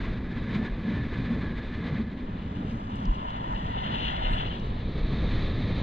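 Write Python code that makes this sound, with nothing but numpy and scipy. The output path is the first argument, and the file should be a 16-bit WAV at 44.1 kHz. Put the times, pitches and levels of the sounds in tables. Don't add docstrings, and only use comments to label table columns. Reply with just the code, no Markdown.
import sys
import numpy as np
from scipy import signal
from scipy.fft import rfft, irfft
from scipy.io import wavfile
from scipy.ndimage import uniform_filter1d

SR = 44100
rng = np.random.default_rng(int(sys.argv[2]) if len(sys.argv) > 2 else 0)


def digitize_waveform(pressure):
    field = np.atleast_2d(pressure).T
    bounded = np.clip(field, -1, 1)
    quanta = np.round(bounded * 32767).astype(np.int16)
    wavfile.write(sys.argv[1], SR, quanta)


N = 256662
TIME = np.arange(N) / SR
BINS_HZ = np.maximum(np.fft.rfftfreq(N, 1 / SR), 1)
OPPOSED = np.array([[1], [-1]])
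TURN_S = (2.84, 5.41)
CREST_S = (3.866, 4.413)


def from_db(db):
    return 10 ** (np.asarray(db) / 20)


def ramp(start, end):
    return np.clip((TIME - start) / (end - start), 0, 1)


def swell(top_db, start, end, rise, fall):
    return top_db - rise * np.maximum(start - TIME, 0) - fall * np.maximum(TIME - end, 0)


def bells(rows):
    return sum(db * np.exp(-(2 * (TIME - s) / length) ** 2) for s, length, db in rows)


def over_hz(points):
    hz, value = np.transpose(points)
    return np.interp(np.log(BINS_HZ), np.log(hz), value)


def colour(points, modes=()):
    ends = np.minimum(1, BINS_HZ / points[0][0]) ** 2 * np.minimum(1, points[-1][0] / BINS_HZ) ** 2
    modes_db = sum(db / (1 + (2 * (BINS_HZ - hz) / width) ** 2) for hz, width, db in modes)
    return ends * from_db(over_hz(points) + modes_db)


def rms_one(x):
    return x / np.sqrt(np.mean(x ** 2) + 1e-20)


def steady(x, window):
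    return x / np.sqrt(uniform_filter1d(x * x, size=window) + 1e-20)


def drift(rate):
    return rms_one(irfft(rfft(rng.standard_normal(N)) / (1 + (BINS_HZ / rate) ** 2) ** 2, N))


def turbulence(points, modes=()):
    noise = irfft(rfft(rng.standard_normal(N)) * colour(points, modes), N)
    return steady(noise, SR // 10)


def hoarse(hz, width_hz):
    phase = 2 * np.pi * np.cumsum(hz) / SR
    return drift(width_hz) * np.cos(phase) + drift(width_hz) * np.sin(phase)


# time in seconds, strength in dB.
WIND_STRENGTH = [(0, 0.5), (.2, -3), (.42, -0.5), (.55, -2), (1.45, 0), (1.72, -1.5), (1.98, -1.5),
                 (2.1, -4.5), (2.7, -7), (3.27, -11), (3.8, -8.5), (4.2, -10), (4.7, -5.5), (4.95, -4.5),
                 (5.25, 0.2), (5.82, 0.1)]

def wind_strength():
    return np.interp(TIME, *np.transpose(WIND_STRENGTH))


def wind_level(grazing_db, head_on_db, follows):
    return grazing_db + (head_on_db - grazing_db) * ramp(*TURN_S) + follows * wind_strength()


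# centre and length in seconds, then the lift in dB
GUST_LIFTS = [(0.077, 0.1, 2, -1, -1), (0.569, 0.14, 5.5, 4, 7), (0.66, 0.053, 4.5, -3, 3.5),
              (0.726, .05, -1, -7, -7), (0.885, 0.066, 2.5, -5, 6), (0.966, 0.15, 3.5, 6.5, 3),
              (1.096, 0.071, -1.5, -2, -2.5), (1.139, 0.038, 6, -4, -3), (1.2, 0.04, 0, 8, 3),
              (1.311, 0.064, 1, 3, 2.5), (1.38, 0.16, 3, 2.5, 1.5), (1.66, 0.14, -1, -8, -5.5),
              (1.868, 0.072, 6.5, -1, 3), (1.924, .08, 1, 5.5, -2), (1.977, 0.09, 3, 1, 3.5),
              (2.175, 0.23, -0.5, -8.5, 0.5), (2.655, 0.21, 2.5, 3, 5.5), (2.959, .08, 0, 5.5, 3.5),
              (3.05, 0.062, 2.5, 5, 8), (3.296, 0.098, -4, -4, -3.5), (3.64, 0.054, -1.5, 4.5, 2.5),
              (3.8, 0.067, -2.5, 1, -4.5), (3.924, .09, 5, 5, 3.5), (4.19, 0.14, 1, -2.5, -2.5),
              (4.467, 0.047, 4.5, 4.5, -7), (4.986, 0.062, 5.5, -1.5, -1), (5.132, 0.046, 3, 6, 3.5),
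              (5.654, 0.18, 0, 3.5, 3.5)]

def gust_lifts():
    return sum(np.outer(lifts_db, bells([(s, length, 1)])) for s, length, *lifts_db in GUST_LIFTS)


# frequency in Hz, relative level in dB.
DEEP_SPECTRUM = [(10, -9.5), (22, -1), (35, -11.5), (55, -1.5), (75, -10.5), (130, -33.5)]
RUMBLE_SPECTRUM = [(35, -20), (65, -6.5), (85, 0), (115, 0.5), (165, -4.5), (210, -15.5), (400, -47)]
HUM_SPECTRUM = [(110, -38), (170, -1), (220, 1), (255, -2), (300, -10.5), (400, -29.5), (700, -43.5)]
RUSH_SPECTRUM = [(180, -17.5), (300, 0), (470, -4), (600, -9.5), (800, -15), (1200, -18.5), (2500, -43)]

def buffeting(lumpy_db, buffet_db, rush_share):
    hiss_lift, rumble_lift, hum_lift = gust_lifts()
    flutter = drift(61)
    deep_db = wind_level(-38.5, -31, follows=0.18) + lumpy_db * drift(7.7)
    deep = from_db(deep_db) * turbulence(DEEP_SPECTRUM)
    rumble_db = wind_level(-36, -32, follows=0.45) + rumble_lift + buffet_db * drift(13)
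    rumble = from_db(rumble_db) * turbulence(RUMBLE_SPECTRUM)
    hum_db = wind_level(-36, -37.5, follows=0.37) + hum_lift + 0.36 * flutter
    hum = from_db(hum_db) * turbulence(HUM_SPECTRUM)
    rush_db = wind_level(-43.5, -39.5, follows=0.6) + rush_share * hiss_lift + 1.1 * flutter
    rush = from_db(rush_db) * turbulence(RUSH_SPECTRUM)
    return deep + rumble + hum + rush


# frequency in Hz, relative level in dB.
GRAZING_SPECTRUM = [(500, -23), (850, -3.5), (1080, 3), (1370, -2.5), (1680, 4), (1850, 0.5), (2000, 4.5),
                    (2200, 0), (2430, 0.5), (2700, -8), (3200, -7.5), (3450, -3.5), (3800, -5), (4200, -9),
                    (4500, -16.5), (4950, -19), (5250, -27), (6300, -29.5), (7500, -37), (9000, -52)]
HEAD_ON_SPECTRUM = [(500, -15), (850, -7.5), (1080, 4), (1450, -3), (1900, 3.5), (2400, 1.5), (2850, -7),
                    (3450, 0.5), (3720, 3.5), (4250, -3), (5400, -25.5), (6200, -25), (7500, -36),
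                    (8600, -54), (12000, -71)]
# centre and width in Hz, gain in dB.
HOUSING_RESONANCES = [(3140, 68, 4), (3235, 70, -5.5)]

def housing_hiss(grazing_flutter_db, head_on_flutter_db):
    hiss_lift, _, _ = gust_lifts()
    turned, flutter = ramp(*TURN_S), drift(25)
    grazing = turbulence(GRAZING_SPECTRUM, HOUSING_RESONANCES)
    grazing *= from_db(-46.5 + grazing_flutter_db * flutter)
    head_on = turbulence(HEAD_ON_SPECTRUM, HOUSING_RESONANCES)
    head_on *= from_db(-43 + head_on_flutter_db * flutter)
    hiss = np.sqrt(1 - turned) * grazing + np.sqrt(turned) * head_on
    return from_db(1.33 * wind_strength() + hiss_lift) * hiss


# centre and length in seconds, lift in dB.
EDGE_FLARES = [(0.57, 0.11, 9.5), (0.68, .06, 11.5), (0.88, .05, 10), (0.99, 0.14, 10.5), (1.15, .06, 10),
               (1.27, .11, 6), (1.47, 0.14, 8), (1.6, 0.071, 6.5), (1.75, 0.059, 10), (1.87, .1, 2)]

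def whistle(hz, width_hz, waver_hz, bend_hz_per_db, spurt_db):
    hiss_lift, _, _ = gust_lifts()
    pitch_hz = hz + bend_hz_per_db * hiss_lift + waver_hz * drift(13.75)
    tone = steady(hoarse(pitch_hz, width_hz), SR // 20)
    level_db = wind_level(-54.5, -56, follows=1.4) + bells(EDGE_FLARES) + spurt_db * drift(14)
    return from_db(level_db) * tone


# centre in seconds, peak level in dB, pitch in Hz.
LARGE_EDDIES = [(0.035, -26.5, 44), (0.11, -26, 35.2), (0.727, -22.5, 41.7), (3.101, -15.5, 36.2),
                (3.552, -24, 38.7), (4.271, -21.5, 33), (4.333, -22, 33.4), (5.045, -19.5, 40.7),
                (5.26, -26, 36)]
CAVITY_KNOCKS = [(0.587, -26, 213), (0.885, -24, 233), (1.315, -23.5, 229), (2.005, -25, 218),
                 (3.055, -29.5, 190)]

def eddies(rows, cycles):
    thumps = np.zeros(N)
    for s, db, hz in rows:
        periods = (TIME - s) * hz
        thumps += from_db(db) * np.cos(2 * np.pi * periods) * np.exp(-(periods / cycles) ** 2)
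    return thumps


# start in seconds, peak level in dB, pitch in Hz,
# seconds for the splash to fall 60 dB.
STONE_DROPS = [(1.352, -71, 9900, 0.029), (2.63, -66, 9500, 0.025), (2.903, -58, 6060, .015),
               (2.957, -53, 6800, .03), (3.054, -37, 3830, 0.04), (3.304, -35, 2900, 0.022),
               (3.372, -65, 10850, 0.028), (4.314, -57, 9600, .035), (4.325, -52, 9300, 0.03),
               (4.339, -49, 7900, .015), (4.598, -42, 3800, 0.03), (4.702, -61, 8270, 0.03)]

def drops(band_ratio, contact_t60_s, splash_db):
    ticks, age = np.zeros((2, N)), TIME[:SR // 4]
    for s, db, hz, t60 in STONE_DROPS:
        contact = from_db(-60 * age / contact_t60_s)
        splash = from_db(splash_db - 60 * age / t60)
        burst = rng.standard_normal((2, len(age))) * (contact + splash)
        burst += burst.mean(axis=0)
        low_hz, high_hz = hz / band_ratio, hz * band_ratio
        tick = signal.sosfilt(signal.butter(2, [low_hz, high_hz], "band", fs=SR, output="sos"), burst)
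        tick = signal.sosfilt(signal.butter(2, high_hz, fs=SR, output="sos"), tick)
        start = int(s * SR)
        ticks[:, start:start + len(age)] += from_db(db) * tick / np.abs(tick).max()
    return ticks


# frequency in Hz, left's phase lead in radians.
LEFT_LEAD = [(1100, 3.5), (1550, 2.5), (2000, 1), (2500, -1.55), (3050, -1.15), (3700, 2), (4050, 1.5),
             (4600, 4), (7600, 4), (8600, -2.5)]
# frequency in Hz, left minus right in dB.
WATER_BALANCE = [(400, -1.5), (800, 2.5), (1400, -2.5), (1750, 4), (2000, 0.5), (2600, 8.5), (3700, 6.5),
                 (4300, 3), (6200, -4), (9000, 0)]

def at_ports(direct, diffuse=0):
    phase_shift = np.exp(.5j * OPPOSED * over_hz(LEFT_LEAD))
    pan = from_db(OPPOSED * over_hz(WATER_BALANCE) / 2)
    return irfft((direct * phase_shift + diffuse) * pan / np.hypot(*pan), N)


# frequency in Hz, coherence before clipping to 0-0.99.
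WATER_COHERENCE = [(350, -1), (750, 1.05), (1200, 1.3), (1500, 0.47), (1800, .5), (2050, -0.9), (2300, .3),
                   (2750, 1.6), (3400, 1.9), (4200, 0.9), (5500, 1.05), (9000, 0.5)]

def bubbles(points, per_s, spread_db):
    sizes_db = spread_db * np.minimum(rng.exponential(1, (3, N)), 4)
    sizes = from_db(sizes_db) * rng.standard_normal((3, N))
    bursting = rng.random((3, N)) < per_s / SR
    bursts = rfft(sizes * bursting) * colour(points)
    alike = np.clip(over_hz(WATER_COHERENCE), 0, .99)
    return rms_one(at_ports(np.sqrt(alike) * bursts[0], np.sqrt(1 - alike) * bursts[1:]))


def bubble_clouds(resonances, waver=.02):
    rings = sum(from_db(db) * hoarse(hz * (1 + waver * drift(9)), width) for hz, width, db in resonances)
    return at_ports(rfft(rings))


# frequency in Hz, relative level in dB.
CHURN_SPECTRUM = [(200, -30), (380, -19.5), (500, -10.5), (620, -2.5), (760, 0.5), (970, 3), (1100, -7),
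                  (1300, -2), (1550, -12.5), (1720, -9), (2100, -18.5), (3000, -23), (6000, -60)]
FIZZ_SPECTRUM = [(1200, -21), (1400, -3.5), (1600, -10.5), (1780, -9.5), (2100, -11), (2350, -11.5),
                 (2850, 3.5), (3070, 0), (3200, -4), (3480, -1.5), (3950, -13.5), (4230, -9.5), (4650, -31),
                 (5200, -28), (6300, -34), (7800, -54), (8800, -55.5), (12500, -64)]
# pitch and width in Hz, relative level in dB.
GURGLE_RESONANCES = [(1785, 100, -2), (1990, 220, 0.5)]
FOAM_RESONANCES = [(2844, 100, -8), (3007, 94, -5.5), (3410, 150, -10.5)]
# centre and length in seconds, lift in dB.
CREST_SURGES = [(4, 0.27, 6.5), (4.35, 0.42, 5)]

def wave_wash(slosh_db):
    gurgle = from_db(swell(-46, *CREST_S, rise=17.4, fall=130)) * bubble_clouds(GURGLE_RESONANCES)
    churn_db = swell(-35.5, *CREST_S, rise=8.7, fall=41) + slosh_db * drift(21)
    churn = from_db(churn_db) * bubbles(CHURN_SPECTRUM, per_s=6500, spread_db=1.5)
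    foam_db = swell(-48.5, *CREST_S, rise=7.5, fall=31)
    breaker_db = swell(-44.5, *CREST_S, rise=35, fall=55) + bells(CREST_SURGES)
    fizz_gain = np.hypot(from_db(foam_db), from_db(breaker_db)) * from_db(2.1 * drift(30))
    fizz = bubbles(FIZZ_SPECTRUM, per_s=14000, spread_db=2.5) + bubble_clouds(FOAM_RESONANCES)
    within_earshot = ramp(1.92, 2.37)
    return within_earshot * (churn + gurgle + fizz_gain * fizz)


# frequency in Hz, relative level in dB.
TRICKLE_SPECTRUM = [(3500, -8), (4900, 4.5), (5500, -2.5), (5900, -3.5), (6350, 1.5), (7200, -7),
                    (7900, -14), (8700, -11), (9700, -12.5), (12500, -26)]

def trickle():
    level_db = swell(-70, 2.63, 4.56, rise=26, fall=63) + 1.9 * drift(14)
    return from_db(level_db) * bubbles(TRICKLE_SPECTRUM, per_s=3800, spread_db=3)


def hollow(high_hz, low_hz, width_hz, right_share):
    pitch_hz = high_hz + (low_hz - high_hz) * ramp(1.9, 4.1)
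    ring = from_db(swell(-39.5, 3.15, 4.1, rise=45, fall=25)) * hoarse(pitch_hz, width_hz)
    return ring * np.array([[1], [-right_share]])


# frequency in Hz, relative level in dB.
DRAUGHT_SPECTRUM = [(15, 6.5), (35, -10), (70, -8.5), (130, -14), (300, -18)]

def draught():
    level_db = swell(-49, *CREST_S, rise=17.7, fall=140)
    return from_db(level_db) * turbulence(DRAUGHT_SPECTRUM) * OPPOSED


# frequency in Hz, relative level in dB.
SPRAY_SPECTRUM = [(4800, -3.5), (6400, -2), (7700, -2), (8800, 6.5), (9600, -2.5), (10700, -4),
                  (11500, -13.5), (13000, -15)]

def spray(peak_s):
    level_db = swell(-70.5, peak_s, peak_s, rise=85, fall=100)
    return from_db(level_db) * bubbles(SPRAY_SPECTRUM, per_s=2900, spread_db=3)


def scene():
    wind = buffeting(lumpy_db=2.0, buffet_db=1.1, rush_share=0.69)
    wind += housing_hiss(grazing_flutter_db=1.73, head_on_flutter_db=0.95)
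    wind += whistle(hz=1717, width_hz=70, waver_hz=24, bend_hz_per_db=5, spurt_db=1.7)
    wind += eddies(LARGE_EDDIES, cycles=0.83) + eddies(CAVITY_KNOCKS, cycles=4.2)
    water = drops(band_ratio=1.3, contact_t60_s=.009, splash_db=-12)
    water += wave_wash(slosh_db=1.74) + trickle()
    water += hollow(high_hz=1270, low_hz=829, width_hz=260, right_share=0.88)
    return wind + water + draught() + spray(peak_s=4.335)


def record(dry):
    fade_in = np.minimum(TIME / .004, 1)
    top_cut = signal.cheby2(12, 70, 14500, fs=SR, output="sos")
    return signal.sosfilt(top_cut, dry * fade_in)


dry = scene()
out = record(dry)
digitize_waveform(out)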